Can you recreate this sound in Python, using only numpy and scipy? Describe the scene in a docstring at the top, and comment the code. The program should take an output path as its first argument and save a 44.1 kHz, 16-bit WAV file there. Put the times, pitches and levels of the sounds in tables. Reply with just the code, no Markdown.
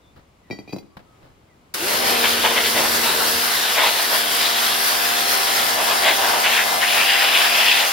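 """Faint birds whistle over steady outdoor air. A cast metal part is set down on wet asphalt and nudged by
a boot: each impact thuds and excites the metal's damped modes. At 1.7 s a pressure washer starts. Off to
the left its pump spins up and hums in harmonics of the shaft rate. Its jet, a broadband noise source,
hisses over the part, drums on the rubber boot and surges in resonance whenever it catches a hollow or
an edge of the casting. In the last second it sputters on a bolt hole."""
import sys
import numpy as np
from scipy import signal
from scipy.fft import rfft, irfft, next_fast_len
from scipy.io import wavfile
from scipy.ndimage import uniform_filter1d, map_coordinates

SR = 44100
rng = np.random.default_rng(int(sys.argv[2]) if len(sys.argv) > 2 else 0)


def persist_wave(psi):
    """Save psi, clipped to +-1, as 16-bit WAV."""
    counts = np.round(np.clip(psi, -1, 1) * 32767).astype(np.int16)
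    wavfile.write(sys.argv[1], SR, np.atleast_2d(counts).T)


N = 349272
TOP_HZ = 15850  # upper edge of the band

# rotation of the pump's shaft: t/s, f/Hz
SHAFT_RATE = [(1.76, 38), (1.8, 50), (1.85, 62), (1.9, 72), (1.96, 77), (2.05, 79.2), (2.3, 77.7),
              (3.0, 77.6), (4.55, 77.7), (5.0, 78.5), (5.8, 78.9), (7.9, 79.3)]
# spectrum of the spray: f/Hz, level/dB
SPRAY_SPECTRUM = [(200, -31), (600, -8), (1500, 7), (3000, -1.5), (4200, 3), (5300, 4), (6000, -0.5),
                  (7600, -5.5), (10200, 0), (12500, -2), (15700, -3.5)]


def amp(db):
    """Amplitude ratio of a level in decibels."""
    return 10 ** (np.asarray(db) / 20)


def unit(x):
    """Normalisation to rms 1."""
    return x / np.sqrt(np.mean(x ** 2) + 1e-20)


def along(points, hz):
    """Interpolation of (f/Hz, value) points on a logarithmic frequency axis."""
    f, values = np.transpose(points)
    return np.interp(np.log(hz + 1), np.log(f + 1), values)


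def curves(rows):
    """Linear interpolation in time: one value per sample for each column after t/s."""
    times, *columns = np.transpose(rows)
    return [np.interp(np.arange(N) / SR, times, column) for column in columns]


def wobble(rate):
    """Random modulation: a spline through `rate` Gaussian knots a second."""
    return map_coordinates(rng.standard_normal(int(N * rate / SR) + 4), [np.arange(N) * rate / SR])


def filtered(x, response):
    """Linear filtering: the spectrum of x times a complex frequency response."""
    size = next_fast_len(N + SR // 2)
    return irfft(rfft(x, size) * response(np.fft.rfftfreq(size, 1 / SR)), size)[..., :N]


def colour(points):
    """Magnitude response through (f/Hz, level/dB) points."""
    return lambda hz: amp(along(points, hz))


def resonance(f, centre, width):
    """Band-pass response of a damped oscillator."""
    return 1j * f * width / (centre ** 2 - f ** 2 + 1j * f * width)


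def cavity(modes):
    """Incoherent sum: separately excited resonances add in power."""
    return lambda f: np.sqrt(sum(np.abs(amp(db) * resonance(f, hz, width)) ** 2 for hz, width, db in modes))


def add(track, start_s, sound):
    """Superposition of a sound on a track."""
    part = track[..., max(round(start_s * SR), 0):][..., :sound.shape[-1]]
    part += sound[..., :part.shape[-1]]


def rush(response, grain_db=0, grain_rate=1000, coherence=None):
    """Partly coherent stereo noise of rms 1, modulated into grains; compact sources are more coherent."""
    # default likeness at the two microphone ports: f/Hz, coherence (clipped to 0-1)
    port_coherence = [(40, 0), (200, 1.96), (1400, -1.8), (3200, 0.35), (7000, 0.37), (15000, 0.4)]

    def mid_and_side(hz):
        alike = along(port_coherence, hz) if coherence is None else np.full_like(hz, coherence)
        turn = np.arccos(np.clip(alike, 0, 1)) / 2
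        return response(hz) * [np.cos(turn), np.sin(turn)]

    grains = rng.standard_normal((2, N)) * amp(grain_db * wobble(grain_rate))
    mid, side = filtered(grains, mid_and_side)
    return unit(np.array([mid + side, mid - side]))


def outdoor_air(level_db=-55, sway_db=0.8):
    """Ambient noise, strongest at low frequencies, with slight amplitude modulation."""
    # spectrum of the air: f/Hz, level/dB
    spectrum = [(15, -42), (25, -8), (54, -2.5), (79, -1.5), (115, -4), (154, -6), (1210, -15),
                (1810, -23.5), (2070, -20), (15000, -40)]
    return amp(level_db + sway_db * wobble(5.03)) * rush(colour(spectrum))


def birds():
    """Distant whistles: gliding tones, blurred by random frequency modulation."""
    # calls: t/s, duration/s, start f/Hz, end f/Hz, relative level/dB
    calls = [(0.0, 0.14, 3630, 3530, -67), (0.42, 0.1, 2020, 1870, -66), (0.87, 0.15, 1130, 1170, -66),
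             (1.025, 0.19, 1290, 1280, -66), (1.478, 0.069, 2200, 1880, -65)]
    song = np.zeros(N)
    for start, length, start_hz, end_hz, db in calls:
        progress = np.linspace(0, 1, int(length * SR))
        hz = (start_hz + (end_hz - start_hz) * progress) * (1 + .03 * wobble(386)[:len(progress)])
        add(song, start, amp(db + 4) * np.sin(np.pi * progress) * np.sin(2 * np.pi * np.cumsum(hz) / SR))
    return song


def yard_echo(x, t60=0.49, delay_s=0.008):
    """Reverberation: reflections from fence and walls form a dull, exponentially decaying tail."""
    t = np.arange(SR // 2) / SR
    tail = rng.standard_normal((2, len(t))) * amp(-60 * t / t60) * (t > delay_s)
    wet = signal.fftconvolve(x, tail / np.linalg.norm(tail[0]), axes=1)[:, :N]
    return filtered(wet, colour([(400, -8), (3000, -14), (12000, -14)]))


def boots():
    """Friction and impact noise: rubber soles scuff and tap on wet grit."""
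    # scuffs and taps: t/s, level/dB, rise/s, T60/s
    scuffs = [(0.159, -41.5, .005, .22), (0.475, -48, .012, .12), (0.826, -47, .002, .06),
              (0.967, -27, .004, .055), (0.99, -39.5, .006, .11), (1.218, -43, .016, .35)]
    # spectrum of a sole on grit: f/Hz, level/dB
    sole_spectrum = [(60, 10), (200, 4.5), (800, 1.5), (1500, -4), (2600, -12), (5000, -16), (7000, -33),
                     (15000, -27)]
    t, envelope = np.arange(SR // 2) / SR, np.zeros(N)
    for start, db, rise, t60 in scuffs:
        add(envelope, start, amp(db - 60 * t / t60) * (1 - np.exp(-t / rise)))
    return envelope * rush(colour(sole_spectrum), grain_db=2.5, grain_rate=900)


def clank(t, weight, rattle, stiffening=0.079, detune=0.0076, bright_db=8, slip_rate=600, slip_t60=0.092):
    """Modal ringing, re-excited by slips on grit; resting weight damps, detunes and raises the modes."""
    # modes of the casting: f/Hz, level/dB, T60/s before the cap and the damping by weight
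    modes = [(1954, -8, 0.55), (2360, 4, 0.062), (3170, -18, 1.1), (3900, -4.5, 0.095), (4610, -8, 0.3),
             (5300, -18, 0.23), (5615, -20, 0.16), (6000, -22, 0.26), (6891, -31, .3), (7197, -33, 0.24),
             (8543, -39, 0.24), (9400, -32, 0.25)]
    tinkle = [(hz, -35, 0.24) for hz in rng.uniform(11000, TOP_HZ, 9)]  # new high modes at each contact
    hz, level_db, t60 = np.transpose(modes + tinkle)[:, :, None]
    strength, shift, left, right = rng.standard_normal((4, len(hz), 1))
    octaves = np.log2(np.minimum(hz, 9000) / 2500)
    hz = hz * (1 + weight * (stiffening * np.minimum(2500 / hz, 1) ** 2 + detune * shift))
    loaded_t60 = np.minimum(t60, .24) / (1 + 1.4 * weight)
    # hard grit under the settled part excites the higher modes
    level_db = level_db + (-1.5 + 3 * weight) * strength + bright_db * weight * octaves
    fade = amp(level_db - 60 * t / loaded_t60)
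    phase = 2 * np.pi * hz * t + 0.65 * np.array([left, right])
    ring = (fade * np.sin(phase)).sum(axis=1) / np.linalg.norm(fade[:, 0])
    crunch = signal.lfilter(*signal.butter(2, 5500, fs=SR), rng.standard_normal((2, len(t))))
    crack = amp(-25 + 12 * weight - 60 * t / 0.05) * crunch
    strike = (ring + crack) * (1 - np.exp(-t / 0.00041))
    slips = (rng.random(len(t)) < slip_rate / SR) * rng.standard_normal(len(t))
    force = (t == 0) + rattle * slips * amp(-60 * t / slip_t60)
    return signal.fftconvolve(strike, force[None] / np.linalg.norm(force), axes=1)[:, :len(t)]


def casting():
    """Impact excitation: each contact drives a heavily damped thud on the asphalt and rings the metal."""
    # contacts: t/s, relative thud level/dB, relative ring level/dB, resting weight (0-1), rattle (0-1)
    contacts = [(0.501, -37, -46, 0, .1), (0.509, -31, -29, 0.01, 0.25), (0.528, -38, -43, .06, 0.4),
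                (0.533, -44, -48, 0.23, 0), (0.588, -37, -39.5, .3, .25), (0.676, -45, -43, .3, .7),
                (0.693, -43, -39, 0.44, 0.7), (0.725, -43, -35, .7, .6), (0.7318, -29, -43, .9, .3),
                (0.742, -38, -52, .9, .4), (0.763, -33.5, -43, 0.9, 0), (0.784, -43, -40, 1, 0.1)]
    # modes of the knock on asphalt: f/Hz, bandwidth/Hz, level/dB
    thud_modes = [(120, 37, -2), (201, 37, 3.5), (307, 82, 2.5), (425, 163, -2), (755, 234, -8.5)]
    t = np.arange(SR // 2) / SR
    metal, blows = np.zeros((2, N)), np.zeros((2, N))
    for start, thud_db, ring_db, weight, rattle in contacts:
        add(metal, start, amp(ring_db + 4.5) * clank(t, weight, rattle))
        # one push, then grit crushing under the edge
        push = (t == 0) + 0.032 * amp(-60 * t / 0.17) * rng.standard_normal((2, len(t)))
        add(blows, start, amp(thud_db + 47) * push)
    thuds = filtered(blows, lambda f: sum((-1) ** k * amp(db) * resonance(f, hz, width)
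                                          for k, (hz, width, db) in enumerate(thud_modes)))
    return metal + thuds


def pump(shaft_angle, housing_hz=788, housing_width_hz=20, housing_db=8, left_lead_s=0.00038):
    """Forced vibration: shaft harmonics over fan noise, each swelling near the housing's resonance."""
    # strength of the hum: t/s, piston throb level/dB, motor whine level/dB
    hum_levels = [(1.77, -50, -55), (1.89, -30, -35), (2.0, -26, -35), (2.15, -26, -36), (2.35, -25.5, -44),
                  (3.38, -25.5, -44), (3.48, -35, -41), (4.05, -35, -40), (4.5, -33.5, -37),
                  (5.3, -33, -35), (6.3, -33, -34), (7.9, -36.5, -36)]
    # harmonics, three piston strokes a turn: shaft order, level/dB, share following the motor (0-1)
    harmonics = [(1, -26.5, 0), (2, -29, 0), (3, -13.5, 0), (4, -16, .2), (5, -11.5, .5), (6, -9.5, .15),
                 (7, -10, .6), (8, -6, .6), (9, 2, .9), (10, -4, 1), (12, -4, .8), (13, 0, 1),
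                 (22, -2.5, 1), (23, -7, 1), (26, -3.5, 1)]
    # spectrum of the motor's fan: f/Hz, level/dB
    fan_spectrum = [(150, -51), (450, 9.5), (750, -20), (1200, 19.5), (1800, 2), (2600, -43), (6000, -35)]
    piston_db, whine_db = curves(hum_levels)
    shaft_hz, = curves(SHAFT_RATE)
    hum = amp(-35) * (shaft_hz / shaft_hz.max()) ** 4 * rush(colour(fan_spectrum), coherence=0.75)
    for order, db, motor_share in harmonics:
        drive_db = piston_db + motor_share * (whine_db - piston_db)
        boost_db = housing_db * np.exp(-((order * shaft_hz - housing_hz) / housing_width_hz) ** 2)
        level_db = drive_db + db + boost_db + 1.9 * wobble(5)
        phase = order * shaft_angle + rng.uniform(0, 2 * np.pi) + 0.011 * order * wobble(22)
        hum += np.sqrt(2) * amp(level_db) * np.sin(phase)
    # the earlier arrival on the left places the machine there
    return filtered(hum, lambda hz: np.exp(np.array([[1j], [-1j]]) * np.pi * hz * left_lead_s))


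def tremor():
    """Random modulation by the hand that shakes the lance."""
    return wobble(24)


def bolt_hole(rough_db=2):
    """Cavity resonance: the jet lingers at the bolt hole, which sputters in narrow bands."""
    # resonances of the hole: f/Hz, nominal bandwidth/Hz, level/dB
    modes = [(2650, 490, 2.5), (3370, 230, -4), (4920, 380, -5)]
    # the jet on the hole: t/s, level/dB
    blowing = [(6.75, -70), (6.88, -25.5), (7.12, -22.5), (7.52, -23.5), (7.76, -20.5), (7.92, -40)]
    blow_db, = curves(blowing)
    voices = sum(amp(db + tremor()) * rush(lambda f: resonance(f, hz, 1.5 * width) ** 2, coherence=0.56)
                 for hz, width, db in modes)
    return amp(blow_db) * unit(voices * amp(rough_db * wobble(150)))


def edge_rasp(focus_hz, spread_octaves=0.72):
    """Flow-excited resonance: water tears over edges and holes; those under the jet sound the most."""
    # resonances of the edges: f/Hz, nominal bandwidth/Hz, level/dB
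    modes = [(1764, 440, 2), (2110, 590, 0), (2850, 590, 0.5), (3410, 500, -0.5), (4050, 310, -4),
             (4830, 380, -6)]
    shares = np.array([np.exp(-(np.log2(hz / focus_hz) / spread_octaves) ** 2) * amp(db)
                       for hz, _, db in modes])
    shares /= np.linalg.norm(shares, axis=0)
    # squaring a resonance steepens its sides
    voices = [rush(lambda f: resonance(f, hz, 2.04 * width) ** 2, coherence=0.79) for hz, width, _ in modes]
    return sum(share * voice for share, voice in zip(shares, voices)) * unit(amp(1.3 * wobble(600)))


def surges(flow_db, face_hz=3270, enter_s=0.018, leave_s=0.044, arch_db=3):
    """Power addition of the wash on flat faces and each catch: roar gain, rasp gain, rasp centre/Hz."""
    # the jet catches a hollow or an edge: t/s, duration/s, roar level/dB, rasp level/dB, rasp f/Hz
    catches = [(1.894, 0.1, -32, -44, 3000), (2.017, 0.13, -28.5, -33, 2200), (2.145, 0.47, -41, -27, 2720),
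               (2.237, 0.021, -27, -18.5, 2500), (2.444, 0.033, -19, -18.5, 2420),
               (2.494, 0.063, -28, -28, 2540), (2.564, 0.039, -22.5, -17.5, 2410),
               (2.64, 0.044, -44, -20.5, 2730), (2.747, 0.085, -24.5, -23, 2200),
               (2.836, 0.032, -23.5, -23, 2300), (3.03, 0.11, -27.5, -24, 3200),
               (3.198, 0.062, -27.5, -39, 3500), (3.63, .2, -28.5, -25, 2670),
               (3.766, 0.06, -21, -19, 2270), (3.818, 0.085, -20.5, -19, 2630),
               (3.912, .12, -31, -28, 2680), (4.098, 0.073, -25.5, -28.5, 2000),
               (4.343, 0.42, -44, -24, 3540), (5.473, 0.031, -28, -24.5, 2800),
               (5.588, 0.065, -26.5, -24, 2900), (5.768, 0.068, -21.5, -27, 2720),
               (5.867, 0.082, -21.5, -26.5, 3200), (6.025, 0.11, -24.5, -18, 2410),
               (6.18, 0.23, -24, -29, 2200), (6.439, 0.056, -27, -18, 2350), (6.493, 0.068, -28, -21, 2680),
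               (6.561, 0.064, -26.5, -17, 2130), (6.655, 0.14, -25.5, -47, 2300),
               (6.813, 0.048, -31, -17.5, 2000), (6.87, 0.14, -33, -21.5, 2700),
               (6.951, 0.099, -24.5, -19, 2400), (7.063, 0.26, -29, -20.5, 2440),
               (7.31, 0.19, -28, -18.5, 2700), (7.502, 0.16, -27.5, -23.5, 2390),
               (7.618, 0.21, -30.5, -21, 2650), (7.808, 0.068, -26, -22, 2500)]
    t = np.arange(N) / SR
    roar_power, rasp_power = amp(flow_db - 4.5) ** 2, amp(flow_db + 1) ** 2
    weighted_hz = rasp_power * face_hz
    for start, length, roar_db, rasp_db, hz in catches:
        inside = np.clip(.5 + np.minimum((t - start) / enter_s, (start + length - t) / leave_s), 0, 1)
        off_centre = np.minimum((2 * (t - start) / length - 1) ** 2, 1)
        inside *= amp(-arch_db * off_centre) ** 2  # weaker at the ends than in the middle
        roar_power += inside * amp(roar_db) ** 2
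        rasp_power += inside * amp(rasp_db) ** 2
        weighted_hz += inside * amp(rasp_db) ** 2 * hz
    return np.sqrt(roar_power), np.sqrt(rasp_power), weighted_hz / rasp_power


def wandering_colour(x, depth_db):
    """Spectral modulation: the colour wanders as the jet meets new faces of the metal."""
    spectra = signal.stft(x, nperseg=1024)[2]
    patches = uniform_filter1d(rng.standard_normal(spectra.shape[1:]), size=7, axis=0)  # over frequency
    patches = uniform_filter1d(patches, size=14, axis=1)  # over time
    return signal.istft(spectra * amp(depth_db * unit(patches)), nperseg=1024)[1][:, :N]


def jet(shaft_angle, age, build_s=0.15, slack_db=8):
    """Broadband excitation: water hisses as pressure builds, drums, and drives the casting's resonances."""
    # strength of the spray: t/s, relative level/dB
    flow = [(1.9, -29.5), (2.27, -28.5), (2.54, -30.5), (2.69, -28.5), (2.81, -28), (2.89, -27.5),
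            (3.89, -29), (3.98, -28), (4.62, -29.5), (4.92, -28.5), (5.65, -28.5), (5.7, -27.5),
            (5.77, -29.5), (5.97, -29.5), (6.51, -30.5), (7.92, -29.5)]
    # drumming on boot and ground: t/s, level/dB
    drum_levels = [(1.75, -40), (1.84, -36.5), (2.1, -31.5), (3.36, -35), (3.46, -39.5), (4.65, -43),
                   (6.24, -40.5), (7.91, -59)]
    # spectrum of the drumming: f/Hz, level/dB
    drum_spectrum = [(25, -32), (55, -12), (85, -7), (150, -7), (250, -2), (420, 4), (600, 4), (1200, -42),
                     (4000, -60)]
    # resonances of the casting's hollows: f/Hz, bandwidth/Hz, level/dB
    hollows = [(662, 186, -1.5), (914, 180, 0.5), (1100, 215, -5.5)]
    flow_db = curves(flow)[0] - slack_db * np.clip(1 - age / build_s, 0, 1)
    drum_db, = curves(drum_levels)
    roar_gain, rasp_gain, focus_hz = surges(flow_db)
    spray_gain = amp(flow_db + 8.5 + 0.98 * tremor())
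    spray = spray_gain * rush(colour(SPRAY_SPECTRUM), grain_db=1.0, grain_rate=2200)
    roar = roar_gain * rush(cavity(hollows), grain_db=0.5, grain_rate=400, coherence=0.64)
    metal = amp(0.72 * tremor()) * (roar + rasp_gain * edge_rasp(focus_hz) + bolt_hole())
    drumming = amp(drum_db) * rush(colour(drum_spectrum), grain_db=0.5, grain_rate=400)
    throb = 1 + 0.013 * np.sin(shaft_angle)
    return throb * wandering_colour(spray + metal + drumming, depth_db=1.4)


def washer(trigger_s=1.739, spit_t60=0.066, groan_delay_s=0.1, groan_width_s=0.027):
    """Starting transient: stored pressure spits out, and the sixth shaft harmonic swells briefly as it sweeps
    through a resonance of the pump's body while pump and jet set in."""
    shaft_angle = 2 * np.pi * np.cumsum(curves(SHAFT_RATE)[0]) / SR
    age = np.maximum(np.arange(N) / SR - trigger_s, 0)
    spit = amp(-11.5 - 60 * age / spit_t60) * rush(colour(SPRAY_SPECTRUM))
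    swell = np.exp(-((age - groan_delay_s) / groan_width_s) ** 2)
    groan = amp(-31.5) * swell * np.sqrt(2) * np.sin(6 * shaft_angle)  # twice the piston rate
    onset = 1 - np.exp(-age / 0.0065)
    return onset * (pump(shaft_angle) + jet(shaft_angle, age) + spit + groan)


def scene():
    """Superposition: handling with its echo, then washing, over birds and outdoor air."""
    handling = casting() + boots()
    return outdoor_air() + handling + amp(-2.5) * yard_echo(handling) + birds() + washer()


def record(dry):
    """Transfer function of two microphone ports: level and phase differences, then a steep low-pass."""
    # level difference, left minus right: f/Hz, level/dB
    tilt = [(350, 2), (550, -0.5), (1300, 2.5), (4200, 1.5), (5300, 4), (6200, -6), (6900, -7.5),
            (7700, -.5)]
    # phase lead of the left port: f/Hz, phase/rad
    lead = [(200, -0.14), (4000, -0.07), (5000, 0.6), (6100, -3), (8200, 1.05)]
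    sides = np.array([[1], [-1]]) / 2
    ports = lambda hz: amp(sides * along(tilt, hz)) * np.exp(1j * sides * along(lead, hz))
    low_pass = lambda hz: 1 / (1 + (hz / TOP_HZ) ** 240)
    return filtered(dry, lambda hz: ports(hz) * low_pass(hz))


dry = scene()
out = record(dry)
persist_wave(out)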